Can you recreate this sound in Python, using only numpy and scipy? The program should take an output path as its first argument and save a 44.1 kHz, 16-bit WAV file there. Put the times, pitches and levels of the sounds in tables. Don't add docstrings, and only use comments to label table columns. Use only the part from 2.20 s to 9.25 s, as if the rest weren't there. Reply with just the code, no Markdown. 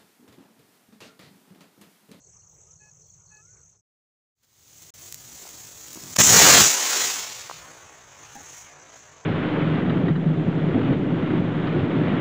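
import sys
import numpy as np
from scipy import signal
from scipy.fft import rfft, irfft, next_fast_len
from scipy.io import wavfile
from scipy.ndimage import uniform_filter1d

SR = 44100
rng = np.random.default_rng(int(sys.argv[2]) if len(sys.argv) > 2 else 0)


def field_ratio(decibels):
    return 10 ** (np.asarray(decibels, dtype=float) / 20)


def transcribe(u):
    v = np.clip(np.atleast_2d(u).T, -1, 1)
    q = np.round(v * 32767).astype(np.int16)
    wavfile.write(sys.argv[1], SR, q)


N = 310905
T = np.arange(N) / SR
SCENE_CHANGES_S, SLOWED_FROM_S = 1.9, 2.738
IGNITION_S = 3.987


def in_time(rows):
    s, *columns = np.transpose(rows)
    return [np.interp(T, s, column) for column in columns]


def rms_one(x):
    return x / np.sqrt(np.mean(x ** 2) + 1e-20)


def band(x, low_hz, high_hz, order=2):
    sos = signal.butter(order, [low_hz, min(high_hz, .45 * SR)], "band", fs=SR, output="sos")
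    return signal.sosfilt(sos, x)


def drift(rate):
    r = np.exp(-80 * np.pi * rate / SR)
    noise = rng.standard_normal(N // 40 + 2002)
    slow = signal.lfilter([1], [1, -2 * r, r * r], noise)[2000:]
    return np.interp(np.arange(N) / 40, np.arange(len(slow)), rms_one(slow))


def ring(clicks, hz, t60):
    r = field_ratio(-60 / (t60 * SR))
    w = 2 * np.pi * hz / SR
    return signal.lfilter([0, np.sin(w)], [1, -2 * r * np.cos(w), r * r], clicks + 1e-18)


def clicks_at(rows):
    out = np.zeros(N)
    out[[round(row[0] * SR) for row in rows]] = field_ratio(np.array(rows)[:, 1])
    return out


def window(start, length, edge):
    inside = np.minimum(T - start, start + length - T)
    return np.sin(np.pi / 2 * np.clip(inside / edge, 0, 1)) ** 2


def slowed(x):
    read = round(SLOWED_FROM_S * SR)
    parts = [x[..., :read]]
    spans = np.random.default_rng(4).uniform(.008, .023, 200) * SR
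    for span in spans.astype(int):
        first = x[..., read:read + span]
        following = x[..., read + span:read + 2 * span]
        fade = np.linspace(0, 1, span)
        parts += [first, following * (1 - fade) + first * fade]
        read += span
    return np.concatenate(parts, axis=-1)[..., :N]


def shaped(x, colour):
    size = next_fast_len(N)
    hz = np.maximum(np.fft.rfftfreq(size, 1 / SR), 1)
    hz_points, db_points = np.transpose(colour)
    gain = field_ratio(np.interp(np.log(hz), np.log(hz_points), db_points, left=-99))
    return rfft(x, size) * gain, hz


def coloured(white, colour, groups_db, patchy_db, in_step=1.0):
    spectrum, hz = shaped(white, colour)
    centres = np.array([200, 420, 750, 1200, 1650, 2200, 3000, 4000, 4900, 5700, 7600, 9200, 12000, 15000])
    groups, together = np.zeros((4, N)), drift(18.6)
    for k, one in enumerate(np.eye(len(centres))):
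        part = irfft(spectrum * np.interp(np.log(hz), np.log(centres), one))[:N]
        flicker = field_ratio(patchy_db * (in_step * together + .8 * drift(8)))
        groups[np.searchsorted([1800, 5000, 8500], centres[k])] += flicker * part
    return sum(field_ratio(db) * rms_one(group) for group, db in zip(groups, groups_db))


def cricket(per_s, top_hz, fall_hz, duty, wobble):
    cycle = np.cumsum(per_s * (1 + wobble * drift(2.4))) / SR + rng.random()
    part = np.clip(cycle % 1 / duty, 0, 1)
    return np.sin(np.pi * part) * np.sin(2 * np.pi * np.cumsum(top_hz - fall_hz * part) / SR)


# f/Hz, level/dB (per Hz)
CHORUS_COLOUR = [(2880, -60), (4900, -30), (5030, -28), (5830, -4), (6460, 1), (7710, -11), (8090, -15),
                 (8750, -38), (9200, -46), (12000, -76), (20200, -120)]


def chorus():
    singers = [(35.5, 7100, 1300, 0), (46, 7300, 1400, -1), (47.8, 6700, 900, -2),
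               (110, 8200, 900, -10), (24.5, 6600, 1100, -3), (85, 7800, 1200, -7)]
    x = sum(field_ratio(db + 4.5 * drift(10)) * cricket(rate, hz, fall, duty=.5, wobble=.1)
            for rate, hz, fall, db in singers)
    smear = rng.standard_normal(900) * field_ratio(-np.arange(900) * .06)
    smeared = rms_one(signal.fftconvolve(x, smear)[:N])
    far = rms_one(irfft(shaped(rng.standard_normal(N), CHORUS_COLOUR)[0])[:N])
    singing = rms_one(band(rms_one(x) + .45 * smeared, 5400, 8300, order=6) + .5 * far)
    before_db, later_db = -55.5, -55.5
    return field_ratio(np.where(T < SCENE_CHANGES_S, before_db, later_db)) * slowed(singing)


# t/s, length/s, level/dB
CHIRPS = [
    (.0, 0.084, -71),
    (.17, 0.094, -74),
    (0.57, 0.15, -73),
    (0.808, 0.16, -72),
    (1.05, .145, -69),
    (1.275, 0.15, -77),
    (1.502, 0.074, -76),
    (5.266, 0.3, -60),
    (6.622, 0.25, -71),
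    (6.8, 0.063, -69),
]


def near_cricket():
    near = cricket(55.5, 4640, 600, duty=0.45, wobble=0.03)
    near = near * sum(field_ratio(db + 3.2) * window(s - .015, length + 0.035, 0.05) for s, length, db in CHIRPS)
    return near * field_ratio(2.5 * drift(25)) + field_ratio(-7) * np.roll(near, round(.009 * SR))


# f/Hz, level/dB (per Hz)
LAND = [(120, -40), (220, -17), (400, -3), (690, -9), (1100, -10), (1500, -15), (2000, -22), (3700, -28),
        (5000, -31), (9000, -43), (13500, -46), (14800, -28), (15600, -30), (15800, -90)]


def far_land():
    land = coloured(rng.standard_normal(N), LAND, (0.0, -10.5, 0, -17.0), patchy_db=4.5, in_step=0.21)
    level_db, sinks_db_per_s = -70, 1
    return field_ratio(level_db - sinks_db_per_s * T) * land * (T < SCENE_CHANGES_S)


# f/Hz, level/dB (per Hz)
WIND_COLOUR = [(18, -42), (30, -14), (65, -6), (97, 0.1), (125, -1.5), (160, -1.5), (190, -10), (215, -30),
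               (400, -60)]
# f/Hz, level/dB (per Hz)
BLAST_COLOUR = [(18, -46), (40, -20), (70, -10), (100, -2), (160, 0), (260, -4), (450, -9), (800, -30)]
# t/s, length/s, level/dB
PUFFS = [
    (3.752, .04, -44),
    (3.8, .14, -49),
]


def buffet():
    gusts_db = 1.35
    white = slowed(rng.standard_normal(N) * field_ratio(gusts_db * drift(11)))
    wind, blast = (rms_one(irfft(shaped(white, colour)[0])[:N]) for colour in (WIND_COLOUR, BLAST_COLOUR))
    end = IGNITION_S + 0.43
    lull_db, lull_s = -10, 0.42
    wind_before_db, wind_later_db, eases_db_per_s = -63, -58, 2.2
    wind_db = np.where(T < SCENE_CHANGES_S, wind_before_db, wind_later_db) + lull_db * window(end, lull_s, .1)
    wind_db = wind_db - eases_db_per_s * np.clip(T - end - lull_s, 0, None)
    flame_width_db = in_time(MOTOR)[1] + first_blast_db()
    blast_dies_s = 0.1
    blast_db = -25 + 0.5 * flame_width_db - 30 * np.clip(T - end, 0, None) / blast_dies_s
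    near = window(IGNITION_S - .004, 1.2, .006) * field_ratio(blast_db)
    near = near * field_ratio(1.8 * drift(14))
    puff = sum(field_ratio(db) * window(s, length, 0.013) for s, length, db in PUFFS)
    return field_ratio(wind_db) * wind + (near + puff) * blast


# t/s, level/dB (peak), f/Hz
RUSTLES = [
    (.222, -66, 2840),
    (.225, -101, 1090),
    (.33, -57, 860),
    (1.27, -66, 2150),
    (1.29, -66, 2100),
    (1.37, -62, 2200),
    (1.392, -64, 1540),
    (.87, -75, 3350),
    (.89, -66, 3350),
]


def rustles():
    return sum(ring(clicks_at([(s, db)]), hz, 0.031) for s, db, hz in RUSTLES)


# t/s, length/s, f/Hz, level/dB
TUKS = [
    (0.59, 0.103, 850, -61.5),
    (1.099, 0.11, 854, -59),
]
# multiple of f, level/dB
TUK_PARTIALS = [(1, -8), (2, 0), (3, -5)]
# t/s, length/s, first f/Hz, top f/Hz, level/dB
WHISTLES = [
    (0.458, 0.1, 1195, 1330, -74),
    (0.972, .08, 1400, 1444, -81),
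    (1.171, 0.3, 1206, 1504, -70),
]


def birds():
    out = np.zeros(N)
    for s, length, hz, db in TUKS:
        note = sum(field_ratio(p) * np.sin(2 * np.pi * k * hz * T) for k, p in TUK_PARTIALS)
        fading = field_ratio(-40 * np.clip(T - s, 0, 1))
        out += field_ratio(db + 2.5) * window(s, length + 0.021, 0.033) * fading * note
    rise_hz_per_s, sags_after_s, sag_hz_per_s, tires_db_per_s = 2200, .235, 4200, 40
    for s, length, first_hz, top_hz, db in WHISTLES:
        age = np.clip(T - s, 0, length)
        hz = np.minimum(first_hz + rise_hz_per_s * age, top_hz)
        hz = hz - sag_hz_per_s * np.clip(age - sags_after_s, 0, None)
        hz = uniform_filter1d(hz, size=1200)
        whistle = np.sin(2 * np.pi * np.cumsum(hz) / SR)
        out += field_ratio(db + 6 - tires_db_per_s * age) * window(s, length, .03) * whistle
    echo_t60_s, echo_db = .2, -12
    echoes = rng.standard_normal(SR // 4) * field_ratio(-60 * T[:SR // 4] / echo_t60_s)
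    return out + field_ratio(echo_db) * signal.fftconvolve(out, echoes / np.sqrt(np.sum(echoes ** 2)))[:N]


def jet(curve, tone, colour, sputter, patchy_db, widened_db=0):
    level, width = in_time(curve)
    age = T - curve[0][0]
    body, edge, sizzle = (db + share * (width + widened_db) + db_per_s * age for db, share, db_per_s in tone)
    bursts = rng.random(N) < 900 / SR
    sizes = field_ratio(3.5 * np.minimum(rng.exponential(1, N), 5))
    grains = bursts * sizes * rng.choice([-1, 1], N)
    white = slowed(rng.standard_normal(N) + sputter * rms_one(grains))
    return field_ratio(level) * coloured(white, colour, (body, edge, 0, sizzle), patchy_db, in_step=0.19)


# t/s, length/s, level/dB above the burn
SPITS = [
    (2.222, .04, 7),
    (2.613, 0.029, 5),
    (6.72, 0.076, 2),
]


def spits():
    return field_ratio(sum(db * window(s, length, 0.014) for s, length, db in SPITS))


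# t/s, level/dB, flame width/dB
FOUNTAIN = [
    (2.15, -59.5, 7.5),
    (2.6, -50, -0.5),
    (2.76, -50.5, -0.5),
    (2.85, -45.5, -1),
    (2.93, -49.5, -1),
    (3.22, -45.5, 0.5),
    (3.55, -47, -0.5),
    (3.87, -43.5, 0.5),
    (3.95, -38.5, -2.5),
]
# level/dB at width 0, share of width, drift in dB per s
FOUNTAIN_TONE = [(-10, 1.2, 1.2), (-5, 0.87, -0.85), (-2.5, 0.42, -2)]
# f/Hz, level/dB (per Hz)
FOUNTAIN_COLOUR = [(120, -36), (200, -6), (316, -4), (600, -9), (2580, -12), (4900, -9), (6000, -2),
                   (6900, 1), (7600, -2), (8400, -11), (11500, -17), (13700, -17), (14700, -5), (15600, -7),
                   (15800, -70)]


def fountain():
    hiss = jet(FOUNTAIN, FOUNTAIN_TONE, FOUNTAIN_COLOUR, sputter=0.45, patchy_db=0.26)
    choked = 1 - .7 * window(3.942, .06, .006)
    return spits() * hiss * (T > SCENE_CHANGES_S) * (T < 3.99) * choked


# t/s, level/dB (peak)
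SPARKS = [(2.2335, -27), (2.247, -33), (2.297, -38), (2.395, -40), (2.582, -36), (2.672, -40),
          (2.9252, -15), (2.9444, -15), (3.7305, -22), (3.7327, -24), (3.747, -22), (3.7491, -24),
          (6.153, -33), (6.163, -35), (6.2315, -35)]
# f/Hz, level/dB (per Hz)
SPARK_COLOUR = [(500, -40), (1500, -14), (4800, -7), (6900, 0), (8300, -8), (13500, -9), (14900, -3),
                (16500, -8)]


def sparks():
    spark = irfft(shaped(clicks_at(SPARKS), SPARK_COLOUR)[0])[:N]
    out = -spark / np.abs(spark).max() * field_ratio(max(db for s, db in SPARKS) + 4.5)
    return out + field_ratio(-18) * np.roll(out, round(.0027 * SR))


# t/s, level/dB (peak), f/Hz, t60/s
POPS = [
    (3.253, -39.5, 800, 0.0078),
    (3.27, -41, 800, 0.0079),
    (3.7572, -37, 314, 0.0085),
    (3.7726, -37, 313, 0.012),
    (3.758, -42, 990, 0.007),
    (3.774, -40, 1000, .008),
    (5.2975, -24.5, 1040, 0.0064),
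    (5.3122, -24, 1080, 0.0059),
]


def pops():
    out = np.zeros(N)
    for s, db, hz, t60 in POPS:
        out += 1.97 * band(ring(clicks_at([(s, db)]), hz, t60), 0.36 * hz, 1.8 * hz)
    return out


def first_blast_db():
    width_db, holds_s = 8, 0.037
    return width_db * window(IGNITION_S - .04, .04 + holds_s, .012)


def spent():
    return np.pi / 2 * np.clip((T - 5.35) / .1, 0, 1)


# t/s, level/dB, flame width/dB
MOTOR = [
    (3.987, -13.5, -10),
    (4.15, -13, -0.5),
    (4.3, -13, 2),
    (4.41, -14, .4),
    (4.483, -17.5, -4),
    (4.565, -25.5, -.3),
    (4.85, -24.5, -1.2),
    (5.105, -38.5, -0.05),
    (5.45, -53.5, 5),
]
# level/dB at width 0, share of width, drift in dB per s
MOTOR_TONE = [(-6, 1.38, -1.3), (-4.5, 0.99, 2), (-9, 0.56, -1.1)]
# f/Hz, level/dB (per Hz)
MOTOR_COLOUR = [(110, -40), (200, -14), (450, -5), (1600, -4), (2530, -7), (4900, -7), (5900, -2),
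                (6700, 1), (7500, -2), (8300, -13), (13600, -24), (14700, -10), (15600, -11), (15800, -70)]
# t/s, level/dB
IGNITION_HEARD_EARLY = [
    (3.95, -49),
    (3.958, -36),
    (3.9645, -17.5),
    (3.968, -21),
    (3.9705, -55),
    (3.975, -74),
]


def motor():
    roar = jet(MOTOR, MOTOR_TONE, MOTOR_COLOUR, sputter=0.33, patchy_db=0.34, widened_db=first_blast_db())
    lit = field_ratio(np.clip((T - IGNITION_S) * 4500, -150, 0))
    early = field_ratio(in_time(IGNITION_HEARD_EARLY)[0] - MOTOR[0][1]) * (T > IGNITION_HEARD_EARLY[0][0])
    return roar * np.maximum(lit, early) * np.cos(spent())


# t/s, level/dB, flame width/dB
ALOFT = [
    (5.35, -46.5, 0.5),
    (5.5, -52.5, 4),
    (5.86, -58, 4),
    (6.03, -52.5, 0.5),
    (6.24, -48.5, -3.5),
    (6.38, -44.5, -8.5),
    (6.58, -59, 5.5),
    (6.8, -54.5, -0.6),
    (7.05, -61, 7),
]
# level/dB at width 0, share of width, drift in dB per s
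ALOFT_TONE = [(-0.06, 1.06, 0.5), (-3.5, 0.57, 0.25), (-9, -0.44, -7)]
# f/Hz, level/dB (per Hz)
ALOFT_COLOUR = [(120, -35), (250, -6), (718, -1), (1720, -3), (2500, -8), (4900, -15), (5900, -5),
                (6500, -1), (7300, -5), (8200, -19), (9600, -23), (13300, -33), (14800, -20), (15600, -22),
                (15800, -80)]


def far_fountain():
    hiss = jet(ALOFT, ALOFT_TONE, ALOFT_COLOUR, sputter=0.079, patchy_db=1.25)
    return spits() * hiss * np.sin(spent())


# t/s, level/dB
KNOCKS = [
    (6.1545, -40),
    (6.1632, -38.5),
    (6.172, -39.5),
    (6.183, -50),
    (6.2045, -44),
]
# f/Hz, level/dB, t60/s
HOLLOW = [
    (280, -4, 0.081),
    (823, 3, 0.047),
    (1690, 1, .014),
]


def hollow_knock():
    soft = np.convolve(clicks_at(KNOCKS), np.hanning(12) / 5.6)[:N]
    return sum(field_ratio(db) * ring(soft, hz, t60) for hz, db, t60 in HOLLOW)


def scene():
    field = chorus() + near_cricket() + far_land() + buffet() + rustles() + birds()
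    firework = fountain() + sparks() + pops() + motor() + far_fountain()
    return (field + firework + hollow_knock())[None]


def band_limit(x):
    return signal.sosfilt(signal.butter(12, 16820, fs=SR, output="sos"), x)


# start t/s, end t/s
PIECES = [
    (0, 1.613),
    (2.152, 2.705),
    (2.738, 7.06),
]


def record(dry):
    kept = sum(window(a - .002 * (a == 0), b - a, .002) for a, b in PIECES)
    fade_out_s, fade_in_s, fade_in_power, last_fade_s = 0.17, 0.69, 1.23, 0.14
    fade_out = np.clip((PIECES[0][1] + 0.024 - T) / fade_out_s, 0, 1)
    fade_in = np.clip((T - PIECES[1][0] + .004) / fade_in_s, 0, 1) ** fade_in_power
    end_dip = np.clip((N / SR + 0.24 - T) / (.15 + last_fade_s), 0, 1)
    limited = dry / (1 + np.abs(dry / .72) ** 4) ** .25
    top_cut = signal.cheby2(10, 45, 16600, fs=SR, output="sos")
    mix = signal.sosfilt(top_cut, limited) * kept * (fade_out + fade_in * end_dip)
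    return band_limit(mix)


dry = scene()
out = record(dry)
transcribe(out)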